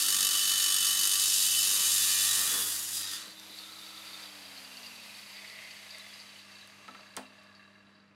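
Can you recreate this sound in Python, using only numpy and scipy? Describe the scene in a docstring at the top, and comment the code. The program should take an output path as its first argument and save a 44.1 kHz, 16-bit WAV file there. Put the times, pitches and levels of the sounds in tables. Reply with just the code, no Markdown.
"""An angle grinder rasps on a steel exhaust pipe in a concrete garage pit: grit excites the pipe's modes,
which fade as the microphone turns away. The disc lifts off; the tool runs free with fan noise and whine,
is switched off and coasts down, its loose gears rattling the casing. A tube lamp hums at mains harmonics.
Four soft handling thumps come midway, and sharper knocks with a hollow boom near the end."""
import sys
import numpy as np
from scipy import signal
from scipy.fft import rfft, irfft, next_fast_len
from scipy.io import wavfile
from scipy.ndimage import uniform_filter1d

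SR = 44100
rng = np.random.default_rng(int(sys.argv[2]) if len(sys.argv) > 2 else 0)


def wav_out(sig):
    """Save sig, one row per channel (or a flat mono array), as 16-bit PCM at SR to the path in sys.argv[1]."""
    wavfile.write(sys.argv[1], SR, np.round(np.clip(np.atleast_2d(sig).T, -1, 1) * 32767).astype(np.int16))


N = 359403
T = np.arange(N) / SR
RUN_HZ, PINION, CROWN = 317.4, 11, 36  # full shaft speed; teeth on the two gears
# Gearbox modes. Each row: frequency in Hz, width in Hz, relative level in dB.
GEARBOX = [(3150, 250, -8), (3736, 220, -2), (3924, 190, 4.5), (4542, 84, 4), (4740, 270, 5)]
# Tooth knocks of the last slow turns. Each row: time in seconds, level in dB.
COAST_LEVEL = [(6.2, -68), (6.6, -60), (7.0, -59), (7.3, -58.5), (7.6, -61.5), (7.85, -65.5), (8.15, -72)]


def undb(db):
    return 10 ** (np.asarray(db) / 20)


def unit(x):
    return x / np.sqrt(np.mean(x ** 2))


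def noise():
    return rng.standard_normal(N)


def curves(table):
    """Linear interpolation of each column over time."""
    s, *columns = np.transpose(table)
    return [np.interp(T, s, c) for c in columns]


def walk(rate):
    """Slow random modulation: about `rate` values a second, smoothed, with a spread near 1."""
    k = int(SR / rate)
    steps = np.repeat(rng.standard_normal(N // k + 1), k)
    return 0.99 * uniform_filter1d(uniform_filter1d(steps, k), k)[:N]


def spell(start, end):
    """A gate with linear fades of 41 ms."""
    return np.clip(np.minimum(T - start, end - T) / 0.041 + .5, 0, 1)


def add(out, s, sound):
    """Superposition of a sound starting at s seconds."""
    i = int(s * SR)
    out[i:i + len(sound)] += sound[:N - i]


def shape(x, gain):
    """Linear filtering: the spectrum is multiplied by gain(frequency)."""
    size = next_fast_len(len(x))
    return irfft(rfft(x, size) * gain(np.arange(size // 2 + 1) * SR / size + 1), size)[:len(x)]


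def colour(points):
    """A spectral envelope through (Hz, dB) points, on a logarithmic frequency axis."""
    hz, db = np.transpose(points)
    return lambda f: undb(np.interp(np.log(f), np.log(hz), db))


def modes(table):
    """Frequency response of damped resonators in parallel."""
    return lambda f: sum(undb(db) / (1 + 1j * (f / hz - hz / f) * hz / width) for hz, width, db in table)


def resonate(x, hz, width):
    """Two equal resonators in series pass a band with steep skirts."""
    return shape(x, lambda f: modes([(hz, width, 0)])(f) ** 2)


def band(x, lo_hz, hi_hz):
    """Band-pass filtering to unit rms."""
    return unit(shape(x, lambda f: 1 / np.sqrt((1 + (lo_hz / f) ** 8) * (1 + (f / hi_hz) ** 8))))


def contact_force(disc):
    """Sawtooth modulation: a high spot bites each turn, a bounce every second turn, and each eases off."""
    # Each row: time in seconds, depth of the bounce in dB, depth of the high spot in dB.
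    depths = [(0, 4, 4), (.3, 7.5, 4), (1.1, 6.5, 4), (1.4, 1.5, 4.5), (2.15, 1.5, 4.5), (2.3, 6, 3),
              (2.45, 1.5, 2.5), (3.3, 1.5, 2.5)]
    bounce_db, spot_db = curves(depths)
    bounce = (disc / 2 + .04 * walk(15)) % 1
    spot = (disc + .06 * walk(15)) % 1
    pulse_db = (1 + .35 * walk(8)) * (bounce_db * (.5 - bounce) + spot_db * (.5 - spot))
    force = undb(pulse_db + .8 * walk(35) + walk(250) + .35 * walk(8))
    return uniform_filter1d(force, size=SR // 500)


def rasp(bite):
    """Friction noise drives the pipe's modes; the same grit returns each turn, forming a comb filter."""
    # Each row: time in seconds, rasp level in dB, then body, sizzle and rumble in dB relative to it.
    levels = [(0, -33, -15.5, -2, -22), (.5, -32.5, -15.5, -4, -24), (1.05, -33, -16, -3, -25),
              (1.38, -30.5, -20.5, -5, -28), (1.78, -33, -16, -2, -20), (1.95, -32, -17, -1.5, -26.5),
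              (2.3, -31.5, -16, -3, -27.5), (2.55, -32, -11.5, 1, -16.5), (2.7, -35, -14.5, 1.5, -20.5),
              (2.86, -38.5, -12.5, -1.5, -24), (2.98, -35, -18, -1, -26), (3.06, -41, -11, -6, -24),
              (3.13, -39, -9, -4.5, -27), (3.26, -50.5, -6, -13, -10), (3.36, -63, -8, -11, -17.5)]
    # Spectrum of the scrape. Each row: frequency in Hz, relative density in dB.
    spectrum = [(71, -68), (120, -23.5), (295, -18), (773, -27.5), (1140, -18), (1790, -13.5),
                (2240, -19.5), (2990, -6), (3240, -7.5), (3740, -3.5), (4060, -6), (4500, -4), (9990, -2),
                (13000, -8.5), (16000, -15)]
    # Each row: frequency in Hz, width in Hz, relative level in dB.
    pipe_modes = [(1286, 23, -5.5), (1845, 30, -7), (2677, 80, -1), (3010, 20, -3), (3310, 45, -8),
                  (3494, 18, -1.5), (3790, 70, -4), (3868, 40, -3), (4360, 90, -8), (4550, 55, -3),
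                  (4752, 27, -4), (4940, 30, -4), (5336, 80, -4), (5630, 18, -5.5), (6180, 38, -4),
                  (6350, 38, -2), (6850, 50, -3), (6987, 20, -5.5), (7290, 60, -3), (8250, 90, -3),
                  (8630, 40, -2), (8920, 35, -4), (9655, 50, 1), (10500, 80, -3), (10900, 40, -6),
                  (11480, 100, -2), (12000, 100, -6), (12900, 100, -1), (13650, 70, -5)]
    rasp_db, body_db, sizzle_db, rumble_db = curves(levels)
    turn = round(SR * CROWN / PINION / RUN_HZ)
    grit = bite * signal.lfilter([1], np.r_[1, np.zeros(turn - 1), -.4], noise())
    base = colour(spectrum)
    # as the disc creeps along, some modes are fed more than others
    rings = sum(undb(1.6 * walk(1.8)) * shape(grit, lambda f: base(f) * np.abs(modes(pipe_modes[k::4])(f)))
                for k in range(4))
    facing = np.clip((2.624 - T) / 0.47, .15, 1)  # the microphone turns away
    scrape = shape(grit, base) + 2 * facing * rings
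    bands = (band(scrape, 2480, 7900)
             + undb(body_db) * band(scrape, 1080, 2100)
             + undb(sizzle_db) * band(scrape, 10600, 18000)
             + undb(rumble_db + 1.5 * walk(12)) * band(scrape, 110, 1050))
    return (T < levels[-1][0]) * undb(rasp_db) * bands


def squeal(bite):
    """Friction sustains the two freest pipe modes as wavering tones."""
    # Each row: time in seconds, levels of the lower and the upper tone in dB.
    levels = [(0, -45.5, -47), (.1, -37.5, -43), (.2, -42, -44), (.3, -38, -42), (.38, -36, -46),
              (.5, -35.5, -38), (.9, -34.5, -39.5), (1.22, -38, -40.5), (1.32, -45, -48.5),
              (1.6, -36.5, -40), (1.75, -42, -41), (1.87, -35.5, -37), (1.96, -52, -39), (2.06, -54, -45),
              (2.13, -38.5, -44), (2.3, -49, -46), (2.5, -56, -45), (2.7, -62, -53)]
    drive = np.sqrt(2) * spell(-1, levels[-1][0]) * bite ** .3
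    return drive * sum(undb(db + 0.96 * walk(34)) * np.sin(2 * np.pi * hz * T + 2.1 * walk(40))
                       for hz, db in zip((3006, 6556), curves(levels)))


def passing_modes(bite):
    """Forced resonances stand out as tool and microphone move: wide ones rough, narrow ones tonal."""
    # Each row: start and end in seconds, frequency in Hz, width in Hz, level in dB.
    resonances = [(-3.5, 1.2, 1162, 8.9, -53), (-1, 0.91, 4560, 90, -42.5), (-0.2, .95, 3497, 18, -49.5),
                  (-1.5, .9, 3500, 88, -47), (1, 1.7, 4900, 200, -44), (-1.5, 0.78, 5100, 120, -53.5),
                  (-0.5, 1.076, 1800, 57, -48), (0, 1.1, 1350, 58, -55.5), (2.2, 2.6, 1845, 30, -52),
                  (2.25, 2.58, 1750, 20, -54), (1.25, 1.45, 7150, 200, -41), (1.8, 2.5, 7400, 200, -39),
                  (1.75, 2.3, 2425, 20, -56), (2.93, 3.17, 4900, 110, -43.5), (1.2, 2.8, 4800, 100, -46),
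                  (3.1, 3.33, 4520, 60, -54), (3.1, 3.33, 4000, 200, -54), (2.48, 2.72, 3410, 30, -40),
                  (2.15, 2.38, 3490, 24, -43), (3.0, 3.17, 1850, 25, -52.5), (2.78, 2.95, 6900, 50, -48),
                  (2.93, 3.13, 3850, 90, -46), (3.08, 3.22, 3550, 100, -48), (2.3, 2.55, 3870, 46, -44),
                  (1.5, 2.4, 5000, 3100, -41.5), (3.6, 4.28, 1305, 50, -60), (2.5, 3.6, 11600, 560, -65),
                  (1.5, 7.1, 6300, 250, -71.5)]
    out = np.zeros(N)
    for start, end, hz, width, db in resonances:
        mode = unit(shape(noise() * bite, modes([(hz, width, 0)])))
        if width <= 45:
            drive = 1.5 * bite ** .3 * undb(2 * walk(20))
            mode = unit(mode + drive * np.sin(2 * np.pi * hz * T + 2 * walk(2 * width)))
        out += undb(db) * spell(start, end) * mode
    return out


def drumming(disc):
    """Periodic forcing: the disc's unbalance throbs and its high spots drum the pipe until it lifts."""
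    # Each row: multiple of the turn rate, relative level in dB.
    harmonics = [(2, -30), (3, -22.5), (4, -19.5), (5, -14), (6, -25.5), (7, -12), (8, -20), (9, -9),
                 (10, -5), (11, -21), (12, 0.5), (13, -2), (14, -11.5), (15, -21.5), (16, -12), (17, -10),
                 (18, -2), (19, 2.5), (20, 2), (21, -11.5), (22, -12.5), (23, -22), (24, -10.5), (25, 1),
                 (26, -7)]
    # Each row: time in seconds, throb in dB, bounce in dB relative to it, drumming gain in dB.
    levels = [(0, -69, -6.5, -61.5), (.25, -69.5, -5.5, -60.5), (1.7, -64, -7, -58.5),
              (1.85, -63, -11, -55), (2.1, -60, -28.5, -52), (2.45, -62.5, -2.5, -51),
              (2.68, -61, -11, -61), (3.3, -67, -40, -65)]
    throb_db, bounce_db, drum_db = curves(levels)
    drum = sum(undb(db + 3.46 * walk(3.82)) * np.sin(2 * np.pi * (k * disc + rng.random()))
               for k, db in harmonics)
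    sway = np.sin(2 * np.pi * disc) + undb(bounce_db) * np.sin(np.pi * disc)
    throb = np.sqrt(2) * undb(throb_db + 1.5 * walk(5)) * sway
    touching = np.clip((3.29 - T) / 0.059, 0, 1)
    return touching * (throb + undb(drum_db) * drum)


def lamp():
    """Mains harmonics waver a little over the noise floor of the garage."""
    # Each row: frequency in Hz, rms level in dB.
    harmonics = [(50, -98), (99.8, -74.5), (149.7, -88), (199.6, -66.5), (249.5, -83.5), (299.4, -75),
                 (399.2, -96.5)]
    # Each row: frequency in Hz, relative density in dB.
    room_spectrum = [(15, -65.5), (25, -32.5), (145, -11.5), (200, -12), (439, -14), (624, -19), (840, -24),
                     (1130, -14), (4740, -30), (16000, -60)]
    hum = sum(undb(db + walk(3.3)) * np.sqrt(2) * np.sin(2 * np.pi * (hz * T + rng.random()))
              for hz, db in harmonics)
    return hum + undb(-66.5 + 1.6 * walk(6.7)) * unit(shape(noise(), colour(room_spectrum)))


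def click(hz, t60, peak_db):
    """A hard contact: one heavily damped sinusoid."""
    t = np.arange(SR // 50) / SR
    return undb(peak_db) * np.sin(2 * np.pi * hz * t) * np.exp(-np.log(1000) * t / t60)


def burst(hz, width, t60, peak_db):
    """An impact: exponentially decaying noise through a resonance."""
    t = np.arange(SR // 4) / SR
    y = resonate(rng.standard_normal(len(t)) * np.exp(-np.log(1000) * t / t60), hz, width)
    return y * undb(peak_db) / np.abs(y).max()


def ring(table, hard_hz):
    """Free decay of struck modes; a soft contact barely excites those above hard_hz."""
    t = np.arange(SR // 2) / SR
    out = np.zeros(len(t))
    for hz, db, t60 in table:
        level = undb(db + 1.5 * rng.standard_normal()) / (1 + (hz / hard_hz) ** 2)
        out += level * np.sin(2 * np.pi * (hz * t + rng.random())) * np.exp(-np.log(1000) * t / t60)
    return np.minimum(t / .002, 1) * out


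def thumps_and_knocks():
    """Impact excitation: four soft, low handling thumps, then sharper knocks that ring and boom."""
    # Each row: start in seconds, level in dB, hardness in Hz, then boom and ring in relative dB.
    blows = [(2.372, -47, 300, 3, -4), (2.619, -45.5, 301, -2, -4.5), (3.271, -48, 500, -11, -9),
             (3.498, -49, 503, -13, -11), (6.881, -39, 2450, -8, 5), (6.948, -41.5, 2500, -10, -1),
             (6.99, -47, 1500, -14, 0), (7.1666, -28, 8850, -4.5, -10)]
    # Each row of both: frequency in Hz, relative level in dB, time to decay by 60 dB in seconds.
    boom_modes = [(80, -5, .2), (203, 0, 0.18), (259, -0.5, 0.34), (490, -9, .12), (657, -11, .25),
                  (742, -4, .25), (861, -10, .25), (1120, -14, .13)]
    ring_modes = [(1312, -1, 0.072), (2160, 0.5, 0.0076), (3860, -2, 0.038)]
    out = np.zeros(N)
    for s, db, hard_hz, boom_db, ring_db in blows:
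        add(out, s, click(hard_hz, .0015, db + 11))
        add(out, s + 0.0013, burst(hard_hz / 2, 0.49 * hard_hz, 0.044, db - 0.5))
        add(out, s + 0.0025, ring(ring_modes, hard_hz) * undb(db + ring_db))
        add(out, s + 0.0046, burst(550, 1400, 0.16, db + boom_db + 3))  # thud
        add(out, s + 0.00802, ring(boom_modes, hard_hz) * undb(db + boom_db - 8))
    return out


def rattle(speed, table, slack):
    """Backlash: random blows of loose gears ring a few modes, fewer and more bunched as they slow."""
    strikes = rng.random(N) < (150 + 1800 * speed) / SR
    blows = strikes * undb(2.4 * np.minimum(rng.exponential(size=N), 4)) * np.sign(noise())
    bunching = undb(2.5 * walk(35) - (15.5 - 7 * speed) * slack)
    drive = (unit(blows) + 0.6 * speed * noise()) * bunching
    tooth_hz = PINION * RUN_HZ * speed
    out = np.zeros(N)
    for hz, width, db in table:
        boost_db = 6.5 / (1 + ((tooth_hz - hz) / 280) ** 2)  # a mode rings up as the tooth rate passes
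        out += undb(db + boost_db + 2 * walk(3.03)) * unit(resonate(drive, hz, 1.2 * width))
    return unit(out)


def gear_mesh(turns, disc, casing_modes):
    """Tooth errors modulate the mesh tone, adding sidebands; it swells as it crosses casing modes."""
    wobble = (walk(200) + np.cos(2 * np.pi * disc)) * undb(2.9 * walk(30))
    tone = unit(wobble * np.sin(2 * np.pi * PINION * turns + 1.4 * np.sin(2 * np.pi * disc)))
    return shape(tone, modes(casing_modes)) * np.clip((6.3 - T) / 1.3, 0, 1)


def motor(shaft_hz, turns):
    """Shaft harmonics whine through the casing; rotor unbalance radiates poorly below 215 Hz."""
    # Each row: multiple of the shaft rate, relative level in dB.
    orders = [(18, -78), (23, -87), (24, -72), (25, -85.5), (28, -84), (30, -81), (36, -81), (37, -80),
              (48, -74), (61, -78), (72, -79)]
    # Radiation from the casing. Each row: frequency in Hz, gain in dB.
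    radiation = [(2300, 1), (2900, 13), (3300, 14), (3650, 17), (3900, 9), (4200, 7), (5400, 10), (6200, 1),
                 (7200, -3), (8600, 4), (10300, 5), (12000, 0)]
    whine = sum(undb(db + 1.5 * walk(4.6) + 3 * walk(18)) / (1 + (k * shaft_hz / 12500) ** 12)
                * np.sin(2 * np.pi * k * turns + .45 * k / 24 * walk(60)) for k, db in orders)
    whine = shape(whine, colour(radiation)) * (shaft_hz / RUN_HZ) ** 0.7
    shake = undb(-65) / (1 + (215 / shaft_hz) ** 16) * np.sin(2 * np.pi * turns)
    return np.sqrt(2) * (whine + shake) * np.clip((6.8 - T) / 0.28, 0, 1)


def gears_and_fan(shaft_hz, turns, disc):
    """Gear and fan noise weaken as powers of speed, over a low drone of air."""
    # Each row: time in seconds, nearness gain in dB, gain of the handle side in dB, drone level in dB.
    position = [(3.35, -5.5, -3.5, -60), (3.6, -0.5, -7, -59), (3.8, -1, -5.5, -58.5),
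                (4.08, 0.5, -2.5, -55.5), (4.4, -1.5, -1, -56.5), (4.95, 2, -3.5, -57), (5.3, 2.5, 0, -59),
                (5.6, 2.5, 4.5, -61.5), (6.05, 4, 1.5, -61), (6.4, 3, 1, -63.5), (6.8, 1.5, 3, -63.5),
                (7.15, 2, 2, -62.5), (7.5, 0.5, 2, -65), (7.85, 0, 1, -70), (8.15, 2, 0, -71)]
    # Each row: frequency in Hz, width in Hz, relative level in dB.
    handle_modes = [(633, 58, -6), (1160, 140, -7.5), (1730, 87, -5.5), (2048, 210, 1.5), (2546, 68, -5.5),
                    (2763, 120, -3)]
    # Each row: frequency in Hz, relative density in dB.
    air_spectrum = [(240, -30), (400, -15.5), (1400, -11), (2590, 4.5), (4240, -1.5), (4650, -1.5),
                    (5600, -7), (11900, -13.5), (16000, -33)]
    near_db, handle_db, drone_db = curves(position)
    speed = shaft_hz / RUN_HZ
    law = lambda db, power: undb(db) * speed ** power
    mesh = law(-52.5, 0.57) * gear_mesh(turns, disc, handle_modes[2:] + GEARBOX)
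    air = shape(noise() * undb(walk(25)), colour(air_spectrum))
    slack = np.cumsum(34 * (1 + .18 * walk(12))) / SR % 1  # backlash takes up and lets go near 34 Hz
    gears = law(-52.5, 0.38) * rattle(speed, GEARBOX, slack) + law(-59, 0.91) * band(air, 3460, 4800)
    handle = law(-59.5, 0.24) * rattle(speed, handle_modes, slack) + law(-60, 1) * band(air, 1500, 2400)
    fan = law(-57.5, 1.06) * band(air, 5500, 10400) + law(-60, 1.9) * band(air, 14000, 19000)
    give_way = undb(-1.5 * np.clip((T - COAST_LEVEL[0][0]) / 1.2, 0, 1))  # to the last slow knocks
    casing = give_way * (gears + mesh + undb(handle_db) * handle)
    return undb(near_db) * (casing + fan) + undb(drone_db) * band(air, 416, 1334)


def gear_clacks():
    """Single impacts: loud gear clacks, small random ones on the gearbox modes, and thin ticks."""
    # Each row of both: start in seconds, level in dB, centre frequency in Hz.
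    clacks = [(3.5594, -44, 4540), (3.5866, -35, 4470), (3.635, -37, 3810), (3.9734, -40, 3900),
              (4.0996, -43, 4430), (4.1395, -41, 4500), (4.1724, -41, 4400), (4.575, -37.5, 4400),
              (4.7694, -39, 4500), (4.8299, -40, 4720), (4.8604, -37, 4660), (5.0898, -41, 2550),
              (5.248, -53, 4700), (5.3433, -44, 2040), (5.3787, -38, 2130), (5.4234, -42, 2200),
              (5.447, -38.5, 2140), (5.476, -42, 4690), (5.4989, -41, 2090), (5.588, -43, 2680),
              (5.6203, -39, 2010), (5.7094, -40, 4700), (5.7813, -48, 2250), (5.906, -35.5, 4620),
              (5.9963, -41.5, 4010), (6.135, -40.5, 4870), (6.1997, -41, 4600), (6.2537, -54, 3990),
              (6.3575, -46, 2930), (6.4962, -47, 1790), (6.585, -44, 4560), (6.6114, -42, 3900),
              (7.0065, -46, 4570), (7.0594, -49, 1670), (7.55, -48.5, 4600), (7.628, -51, 1650)]
    ticks = [(3.397, -34, 4740), (5.984, -35.5, 8850), (6.674, -47, 9600), (7.435, -56, 8000)]
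    out = np.zeros(N)
    for s, db, hz in clacks:
        add(out, s, burst(hz, 420, 0.085, db - 1) + burst(hz, 3000, 0.012, db - 5))
    start_s, end_s = 3.2, 6.8
    for place, pick, size in rng.random((30, 3)):
        hz = GEARBOX[2 + int(3 * pick)][0]
        add(out, start_s + place * (end_s - start_s), burst(hz, 400, 0.06, -52 + 3 * size - 7 * place))
    for s, db, hz in ticks:
        add(out, s, burst(hz, 5000, 0.013, db))
    return out


def last_turns():
    """An uneven pulse train of soft tooth knocks rings the casing; each mode comes and goes on its own."""
    # Each row: frequency in Hz, nominal width in Hz, relative density in dB.
    casing_modes = [(624, 28, 0.5), (1163, 53, 0.5), (1690, 120, 0.5), (2103, 49, -6), (2713, 74, 1),
                    (3920, 75, -2.5), (4615, 50, -1)]
    beat = np.cumsum(45 * (1 + .2 * walk(10))) / SR % 1
    knocks = noise() * (np.exp(-beat / .3) + .15) * undb(2.5 * walk(30))
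    rings = sum(undb(db + 10 * np.log10(width) + 2 * walk(5)) * unit(resonate(knocks, hz, 1.5 * width))
                for hz, width, db in casing_modes)
    return undb(curves(COAST_LEVEL)[0]) * (T > COAST_LEVEL[0][0]) * unit(rings)


def pit_reverb(x, t60=0.24, wet_db=-10.5):
    """Reverberation: concrete walls add a dense, exponentially decaying tail."""
    t = np.arange(SR // 2) / SR
    tail = rng.standard_normal(len(t)) * np.exp(-np.log(1000) * t / t60) * (t > .004)
    return x + undb(wet_db) * signal.fftconvolve(x, tail / np.linalg.norm(tail))[:N]


def scene():
    """One shaft drives the tool; after switch-off, friction and air drag slow it."""
    off_s, drag_per_s, friction_hz = 4.16, .16, 340
    shaft_hz = (RUN_HZ + friction_hz) * np.exp(-drag_per_s * np.maximum(T - off_s, 0)) - friction_hz
    turns = np.cumsum(shaft_hz) / SR
    disc = turns * PINION / CROWN  # turns of the disc
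    bite = contact_force(disc)
    grinding = rasp(bite) + squeal(bite) + passing_modes(bite) + drumming(disc)
    tool = motor(shaft_hz, turns) + gears_and_fan(shaft_hz, turns, disc) + last_turns()
    impacts = resonate(thumps_and_knocks() + gear_clacks(), hz=3000, width=60000)  # thins their bass
    mono = grinding + tool + pit_reverb(impacts) + lamp()
    return np.array([mono, mono])


def record(dry):
    """Band limiting and saturation in a small microphone: no deep bass, rounded peaks, a cut top."""
    thin = signal.sosfilt(signal.butter(2, 45, "high", fs=SR, output="sos"), dry)
    rounded = np.tanh(3.38 * thin) / 3.695
    return signal.sosfilt(signal.ellip(10, .2, 70, 15750, fs=SR, output="sos"), rounded)


dry = scene()
out = record(dry)
wav_out(out)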